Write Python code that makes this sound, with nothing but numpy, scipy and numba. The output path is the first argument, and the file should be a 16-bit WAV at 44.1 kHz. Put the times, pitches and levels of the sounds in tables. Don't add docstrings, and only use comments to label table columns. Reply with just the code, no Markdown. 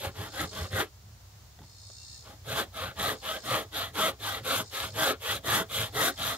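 import sys
import numpy as np
from scipy import signal
from scipy.fft import rfft, irfft
from scipy.io import wavfile
from scipy.ndimage import uniform_filter1d
from numba import njit

SR = 44100
rng = np.random.default_rng(int(sys.argv[2]) if len(sys.argv) > 2 else 0)


def boost_factor(decibels):
    exponent = np.asarray(decibels, float) / 20
    return 10 ** exponent


def log_audio(samples):
    frames = np.atleast_2d(samples).T
    limited = np.clip(frames, -1, 1)
    pcm = np.round(limited * 32767).astype(np.int16)
    wavfile.write(sys.argv[1], SR, pcm)


N = 280917

# start in seconds, length in
# seconds, mid-stroke level in dB, lean from start to end in dB, shine of blade and edge in dB.
STARTING_STROKES = [
    (-0.144, 0.27, -45.5, 43.5, 2),
    (0.126, 0.3, -46.5, -36.0, -0.5),
    (0.288, 0.2, -36.0, 19.0, -0.5),
    (0.481, 0.228, -41.5, 6.0, 0.5),
    (0.683, 0.184, -31.5, 16.5, -1.5),
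    (2.204, 0.17, -51.0, 12.0, -2),
]
# start in seconds, length in seconds, mid-stroke level in dB,
# lean from start to end in dB, shine of blade and edge in dB.
CUTTING_STROKES = [(2.412, 0.26, -35, 21.5, -0.5), (2.707, 0.27, -40, -13.5, -3),
                   (2.935, 0.24, -32.0, 9.5, -1), (3.194, 0.23, -38.0, 0, -1),
                   (3.405, 0.27, -33.5, -0.5, -1), (3.696, 0.25, -38.5, -13.0, 0.0),
                   (3.914, 0.23, -29.5, 7.0, -1), (4.167, 0.27, -36.5, 2.5, 0),
                   (4.41, 0.25, -31.5, 3.0, 0.5), (4.686, 0.25, -37.0, -3.0, 1.0),
                   (4.909, 0.248, -30.0, 16.5, -1), (5.171, 0.25, -37.5, 15.0, 2.0),
                   (5.41, 0.25, -29.0, 8.5, -1.5), (5.666, 0.26, -37.0, 1.0, 3),
                   (5.903, 0.24, -29, 10.0, -2), (6.14, 0.26, -34.5, 7, -0.5)]
# centre in seconds, extra level in dB, half length in seconds.
HARD_GRAIN = [(0.051, 3, .015), (.41, 4, .012), (0.808, 4, 0.014), (2.545, -4, .012), (2.604, 4, .02),
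              (3.291, 3, .015), (3.376, 4, .015), (3.56, 2, .015), (3.771, 3, .015), (4.089, 3, .015),
              (4.391, 4, .012), (5.115, 3, .015), (5.314, 3, .015), (6.086, 3, 0.014)]

NICK = dict(steep=2.25, flat=.81, board_db=-1, dip_db=4.5,
            blade_db=-3.5, blade_fall_db=2.5, rasp_db=-10, rasp_fall_db=1.5)
PUSH = dict(steep=3.06, flat=1.36, board_db=0.5, dip_db=13,
            blade_db=-1, blade_fall_db=1, rasp_db=-7.5, rasp_fall_db=-1.5)
PULL = dict(steep=3.87, flat=1.68, board_db=-3.5, dip_db=9.5,
            blade_db=0.9, blade_fall_db=5.5, rasp_db=-9, rasp_fall_db=5.5)
DEEPENING_DB_PER_S = 1.05
END_DULL_DB = 7.5
RING_OUT_DB_PER_S = 493
RING_OUT_DB = (2, -6.5, -19)

# frequency in Hz, width in Hz, level in dB.
BOARD_MODES = [(170.5, 98, -9.5), (190, 59, -3), (273, 29, -5.5), (310.2, 9.6, -1), (368, 26, -4.5),
               (432.6, 23, 1.5)]
# frequency in Hz, width in Hz, level in dB.
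STRIP_MODES = [(540, 36, -3), (639, 17.7, -0.5), (701, 60, -8), (813, 52.4, -5.5), (1075, 30, -16.5),
               (1179, 114, -7.5), (1303.3, 55, -0.5), (1331, 140, -4), (1558, 130, -7), (1678, 120, -9),
               (1930, 89, -7.5), (2128, 114, -17)]
# frequency in Hz, width in Hz, level in dB.
BLADE_MODES = [(2230, 1470, -12), (3320, 393, -0.5), (3760, 604, -0.5), (4125, 1710, -8.5)]
# frequency in Hz, width in Hz, level in dB.
EDGE_MODES = [(6020, 3700, -7.5), (6950, 440, 2), (7730, 2400, -9.5), (9600, 820, 0), (10670, 1530, -5.5),
              (11720, 790, 0), (12780, 730, -1), (13800, 1000, -10.5), (15250, 1050, -8)]
# frequency in Hz, unlike share from 0 to 1.
SAW_SPREAD = [(100, 0), (500, 0.13), (1500, 0.17), (3000, 0.23), (6000, 0.62), (12000, 0.68)]
# frequency in Hz, left minus right in dB.
SAW_PAN = [(60, 2), (110, 11), (200, 0), (380, -2), (700, -1), (1290, 1), (2380, 0), (4400, 0.5),
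           (8120, -4), (15000, 7.5)]
# frequency in Hz, lead of the left port in radians.
SAW_LEAD = [(90, 0), (700, -.36), (1600, -1.1), (3300, -1.1), (6400, -2.7), (7300, -3.5), (9300, -3.3),
            (10500, -4), (11900, -6.3), (12700, -6.1), (16000, -9.5)]

# centre in seconds, judder in Hz, peak in dB, half length in seconds.
JUDDER = [(.07, 87.5, -34, 0.029), (0.218, 90.7, -36.5, 0.045), (0.434, 87.3, -32.5, 0.035),
          (.62, 87.06, -32, 0.038), (0.754, 103, -32.5, 0.037), (1.1, 101, -51.5, 0.077),
          (1.363, 102.1, -54, 0.034), (1.624, 101.1, -49, 0.04), (2.526, 114.7, -39, 0.05),
          (2.87, 91, -38, 0.042), (3.046, 94.8, -36, 0.058), (3.53, 123.2, -36.5, .04),
          (3.88, 92.2, -46.5, 0.11), (4.278, 103.9, -46, 0.046), (4.45, 104.8, -42, 0.045),
          (4.609, 117.2, -46, 0.044), (4.841, 89.9, -43, .035), (4.981, 114.6, -39.5, 0.056),
          (5.338, 94, -40, .045), (5.519, 114.7, -35.5, .045), (5.8, 107, -36, .045),
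          (6.01, 122.9, -38, .05), (6.254, 108, -38.5, .05)]
JUDDER_SHIFT_DB, JUDDER_REST_DB = -1.5, -62.5
JUDDER_BOARD_DB = 9.5

# time in seconds, peak in dB, ring in Hz.
TAPS = [
    (1.589, -42, 728),
    (1.617, -41, 856),
    (1.637, -45, 960),
    (1.899, -41, 630),
    (3.949, -41, 1332),
    (5.445, -29.5, 549.5),
    (5.712, -34, 1291),
]
# time in seconds, level in dB.
THUDS = [
    (1.599, -39),
    (1.625, -47),
    (2.29, -39),
    (2.33, -42),
]

# frequency in Hz, width in Hz, level in dB.
CICADA_MODES = [(3670, 170, -8), (4330, 190, -1.5), (4860, 200, -6), (5260, 140, -.5), (6000, 600, -11),
                (6870, 450, -5.5), (8500, 1400, -15)]
# loudest moment in seconds, level in dB.
SWELLS = [
    (.6, -42.5),
    (2.12, -44),
    (3.419, -46.5),
    (4.86, -45.5),
    (6.36, -44.5),
]
# time from the loudest moment in seconds, level in dB.
SWELL_SHAPE = [(-0.49, -30), (-0.55, -23), (-0.27, -9), (0.035, -5), (0.22, -22), (.3, -35)]
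CHORUS_DB = -69.5

# start in seconds, length in seconds, pitch in Hz, level in dB.
WHISTLE = [
    (1.972, .085, 2742, -70),
    (2.085, .085, 2738, -72),
    (2.07, .11, 1790, -74),
]

# frequency in Hz, level in dB per Hz.
AIR_SPECTRUM = [(30, -16), (70, 2.5), (105, -0.5), (140, -13), (200, -27), (320, -24.5), (800, -21),
                (1500, -25), (2500, -28), (4000, -25.5), (7000, -25), (8700, -35), (16000, -29.5)]
# frequency in Hz, unlike share from 0 to 1.
AIR_SPREAD = [(100, 0.04), (500, 0.6), (2000, 0.96), (8000, 1)]
# frequency in Hz, width in Hz, level in dB.
MACHINE_HUM = [(84, 3.8, -1), (103, 7, 1)]
AIR_DB, DRONE_DB = -62.5, -59


def level(x, db=0):
    return x * boost_factor(db) / np.sqrt(np.mean(x ** 2))


def track(rows, rest=None):
    s, *columns = np.transpose(rows)
    return [np.interp(np.arange(N) / SR, s, c, rest, rest) for c in columns]


def over_hz(table):
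    hz, value = np.transpose(table)
    return np.interp(np.log(np.fft.rfftfreq(N, 1 / SR) + 1), np.log(hz + 1), value)


@njit
def svf(x, hz, width, stretch):
    y, b, l = np.empty(len(x)), 0., 0.
    rest, k = np.tan(np.pi * hz / SR), width / hz
    for i in range(len(x)):
        g = rest * stretch[i]
        v = (b + g * (x[i] - l)) / (1 + g * (g + k))
        b, l, y[i] = 2 * v - b, l + 2 * g * v, k * v
    return y


def ring(x, modes, drift=0., sway=None):
    stretch = 1 + drift + np.zeros(N)
    sway = np.ones(N) if sway is None else sway
    total = 0
    for k, (hz, width, db) in enumerate(modes):
        gain = (-1) ** k * boost_factor(db) * np.roll(sway, k * N // 13)
        total = total + gain * svf(x, 1. * hz, 1. * width, stretch)
    return total


def walk(rate):
    k = max(int(SR / rate), 1)
    held = np.repeat(rng.standard_normal(N // k + 1), k)
    return 1.3 * uniform_filter1d(uniform_filter1d(held, k), k)[:N]


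def cycle(hz, jitter):
    return np.cumsum(hz * np.exp(jitter * walk(120)) / SR) % 1


def stereo(same, other, spread, lead=0., pan_db=0.):
    share = np.clip(over_hz(spread), 0, 1) / 2
    mid, side = rfft(same) * np.sqrt(1 - share), rfft(other) * np.sqrt(share)
    left = (mid + side) * np.exp(1j * lead) * boost_factor(pan_db / 2)
    right = (mid - side) * boost_factor(-pan_db / 2)
    return np.array([irfft(left, N), irfft(right, N)])


def strokes():
    t = np.arange(N) / SR
    curves = np.zeros((4, N))
    curves[0] = -95
    rows = [(NICK, r) for r in STARTING_STROKES]
    rows += [((PUSH, PULL)[k % 2], r) for k, r in enumerate(CUTTING_STROKES)]
    for grip, (start, length, db, lean_db, shine_db) in rows:
        along = (t - start) / length
        at = (along > 0) & (along < 1)
        speed, ahead = np.sin(np.pi * along[at]), along[at] - .5
        arch = np.tanh(grip["flat"] * speed) / np.tanh(grip["flat"])
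        shine_db = shine_db - END_DULL_DB * along[at] ** 6
        depth_db = DEEPENING_DB_PER_S * max(start - CUTTING_STROKES[0][0], 0)
        curves[:, at] = (db + grip["steep"] * 20 * np.log10(arch + .01) + lean_db * ahead,
                         grip["board_db"] - grip["dip_db"] * speed ** 2,
                         grip["blade_db"] + shine_db - grip["blade_fall_db"] * ahead,
                         grip["rasp_db"] + shine_db + depth_db - grip["rasp_fall_db"] * ahead)
    curves[0] += sum(db * np.exp(-((t - s) / half) ** 2) for s, db, half in HARD_GRAIN)
    ringing = np.maximum.accumulate(curves[0] + RING_OUT_DB_PER_S * t) - RING_OUT_DB_PER_S * t
    curves[1:, ringing > curves[0] + 3] = np.reshape(RING_OUT_DB, (-1, 1))
    return np.r_[[ringing], curves[1:]]


def fibres(gate, crack_db, patchy_db):
    sizes = boost_factor(crack_db * rng.exponential(size=N) + patchy_db * walk(90))
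    return level(gate * sizes * rng.standard_normal(N))


def saw(catch):
    wood_db, board_db, blade_db, rasp_db = uniform_filter1d(strokes(), int(0.0082 * SR))
    teeth = cycle(320 * boost_factor(.3 * (wood_db + 30)), jitter=.1)
    gate = (1 + 0.34 * np.exp(-teeth / 1.3)) * (1 + catch)
    bite = level(np.diff(teeth, prepend=0), -11.0) * boost_factor(3.66 * walk(30))
    drift = 0.011 * walk(6)
    sway = boost_factor(2.8 * walk(18))
    bright = boost_factor(np.clip(0.13 * (wood_db + 40.5), -4, 4))
    drum_db = board_db + JUDDER_BOARD_DB * uniform_filter1d(catch, SR // 40) - 1.5
    pair = []
    for _ in range(2):
        tear = fibres(gate, crack_db=2.1, patchy_db=1.0) + bite
        board = level(ring(tear, BOARD_MODES, sway=sway), -0.21) * boost_factor(drum_db)
        steel = ring(tear, BLADE_MODES, drift, sway ** 0.34)
        blade = level(ring(steel, [(3300, 23000, 0)]), -0.23) * boost_factor(blade_db)
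        scrape = fibres(gate, crack_db=-3.0, patchy_db=1.57)
        edge = ring(scrape, EDGE_MODES, drift / 3, boost_factor(1.25 * walk(150)))
        rasp = level(edge, 2.34) * boost_factor(rasp_db)
        dull = ring(tear, STRIP_MODES[:5], drift, sway)
        sharp = ring(tear, STRIP_MODES[5:], drift, sway[::-1])
        wood = (dull / bright + sharp * bright) / np.std(dull + sharp)
        pair.append(boost_factor(wood_db) * (wood + board + blade + rasp))
    return stereo(*pair, SAW_SPREAD, over_hz(SAW_LEAD), over_hz(SAW_PAN))


def bench():
    t, hz = np.arange(N) / SR, track(JUDDER)[0]
    bursts = [top + JUDDER_SHIFT_DB - 6 * ((t - s) / half) ** 2 for s, _, top, half in JUDDER]
    db = np.maximum(np.max(bursts, axis=0), JUDDER_REST_DB)
    phase = cycle(hz, jitter=.03)
    tone = np.sin(2 * np.pi * phase) + 0.24 * np.sin(4 * np.pi * phase)
    rumble = rng.standard_normal(N)
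    for _ in range(2):
        rumble = svf(rumble, 97.0, 72.0, hz / 100)
    shake = boost_factor(db) * (level(tone, -5.0) + level(rumble, -2.5))
    strength = np.clip((db + 51.0) / 12, 0, 1)
    catch = 0.81 * strength * np.exp(-phase / 0.18)
    return shake, catch


def taps():
    ticks, notes = np.zeros((2, N))
    t = np.arange(int(.04 * SR)) / SR
    for s, db, hz in TAPS:
        at = slice(int(s * SR), int(s * SR) + len(t))
        ticks[at] += boost_factor(db) * rng.standard_normal(len(t)) * np.exp(-t / .0025)
        notes[at] += boost_factor(db - 6.5) * np.sin(2 * np.pi * hz * t) * np.exp(-t / .006)
    wood = boost_factor(11.5) * ring(ticks, [*BOARD_MODES, *STRIP_MODES])
    return notes + wood + boost_factor(2.5) * ring(ticks, BLADE_MODES)


def thuds():
    push = np.zeros(N)
    for s, db in THUDS:
        push[int(s * SR)] = boost_factor(db + 45.5)
    return ring(uniform_filter1d(push, int(0.0021 * SR)), BOARD_MODES)


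def cicadas():
    throb = np.exp(-cycle(55. + 4 * walk(3), jitter=.04) / .55)
    swells = [track([(s + lag, db + down) for lag, down in SWELL_SHAPE], -102)[0] for s, db in SWELLS]
    swell_db = np.max(swells, axis=0)
    pair = []
    for _ in range(2):
        chorus = level(ring(rng.standard_normal(N) * (1 + 0.27 * throb), CICADA_MODES))
        far = chorus * (boost_factor(CHORUS_DB) + boost_factor(swell_db - 4.5))
        near = level(ring(rng.standard_normal(N) * throb, CICADA_MODES)) * boost_factor(swell_db - 1)
        pair.append(far + near)
    return stereo(*pair, AIR_SPREAD)


def whistle():
    t = np.arange(N) / SR
    notes = np.zeros(N)
    for s, length, hz, db in WHISTLE:
        sounding = 1. * ((t > s) & (t < s + length))
        envelope = uniform_filter1d(sounding, int(.018 * SR))
        notes += boost_factor(db) * envelope * np.sin(2 * np.pi * hz * t)
    return np.sqrt(2) * notes * boost_factor(2.5 * walk(41.2))


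def air():
    pair = [irfft(rfft(rng.standard_normal(N)) * boost_factor(over_hz(AIR_SPECTRUM)), N) for _ in range(2)]
    band = signal.butter(4, [150, 3000], "band", fs=SR, output="sos")
    mids = signal.sosfilt(band, pair[0])
    hiss = stereo(*pair, AIR_SPREAD) * boost_factor(AIR_DB + 1.2 * walk(2.915)) / np.std(mids)
    mains = boost_factor(DRONE_DB + 1.1 * walk(5.8)) * np.sin(2 * np.pi * 59.5 * np.arange(N) / SR)
    machine = level(ring(rng.standard_normal(N), MACHINE_HUM), -56.5)
    return hiss + mains + machine


def scene():
    shake, catch = bench()
    sides = boost_factor([[-.3], [.3]])
    return saw(catch) + shake * sides + taps() + thuds() + cicadas() + whistle() + air()


def low_pass(x):
    return signal.sosfilt(signal.butter(12, 16760, fs=SR, output="sos"), x)


def record(dry):
    bass = signal.butter(2, 52, "high", fs=SR, output="sos")
    top = signal.ellip(16, .2, 115, 15730, fs=SR, output="sos")
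    mix = signal.sosfilt(np.r_[bass, top], dry)
    return low_pass(mix)


dry = scene()
out = record(dry)
log_audio(out)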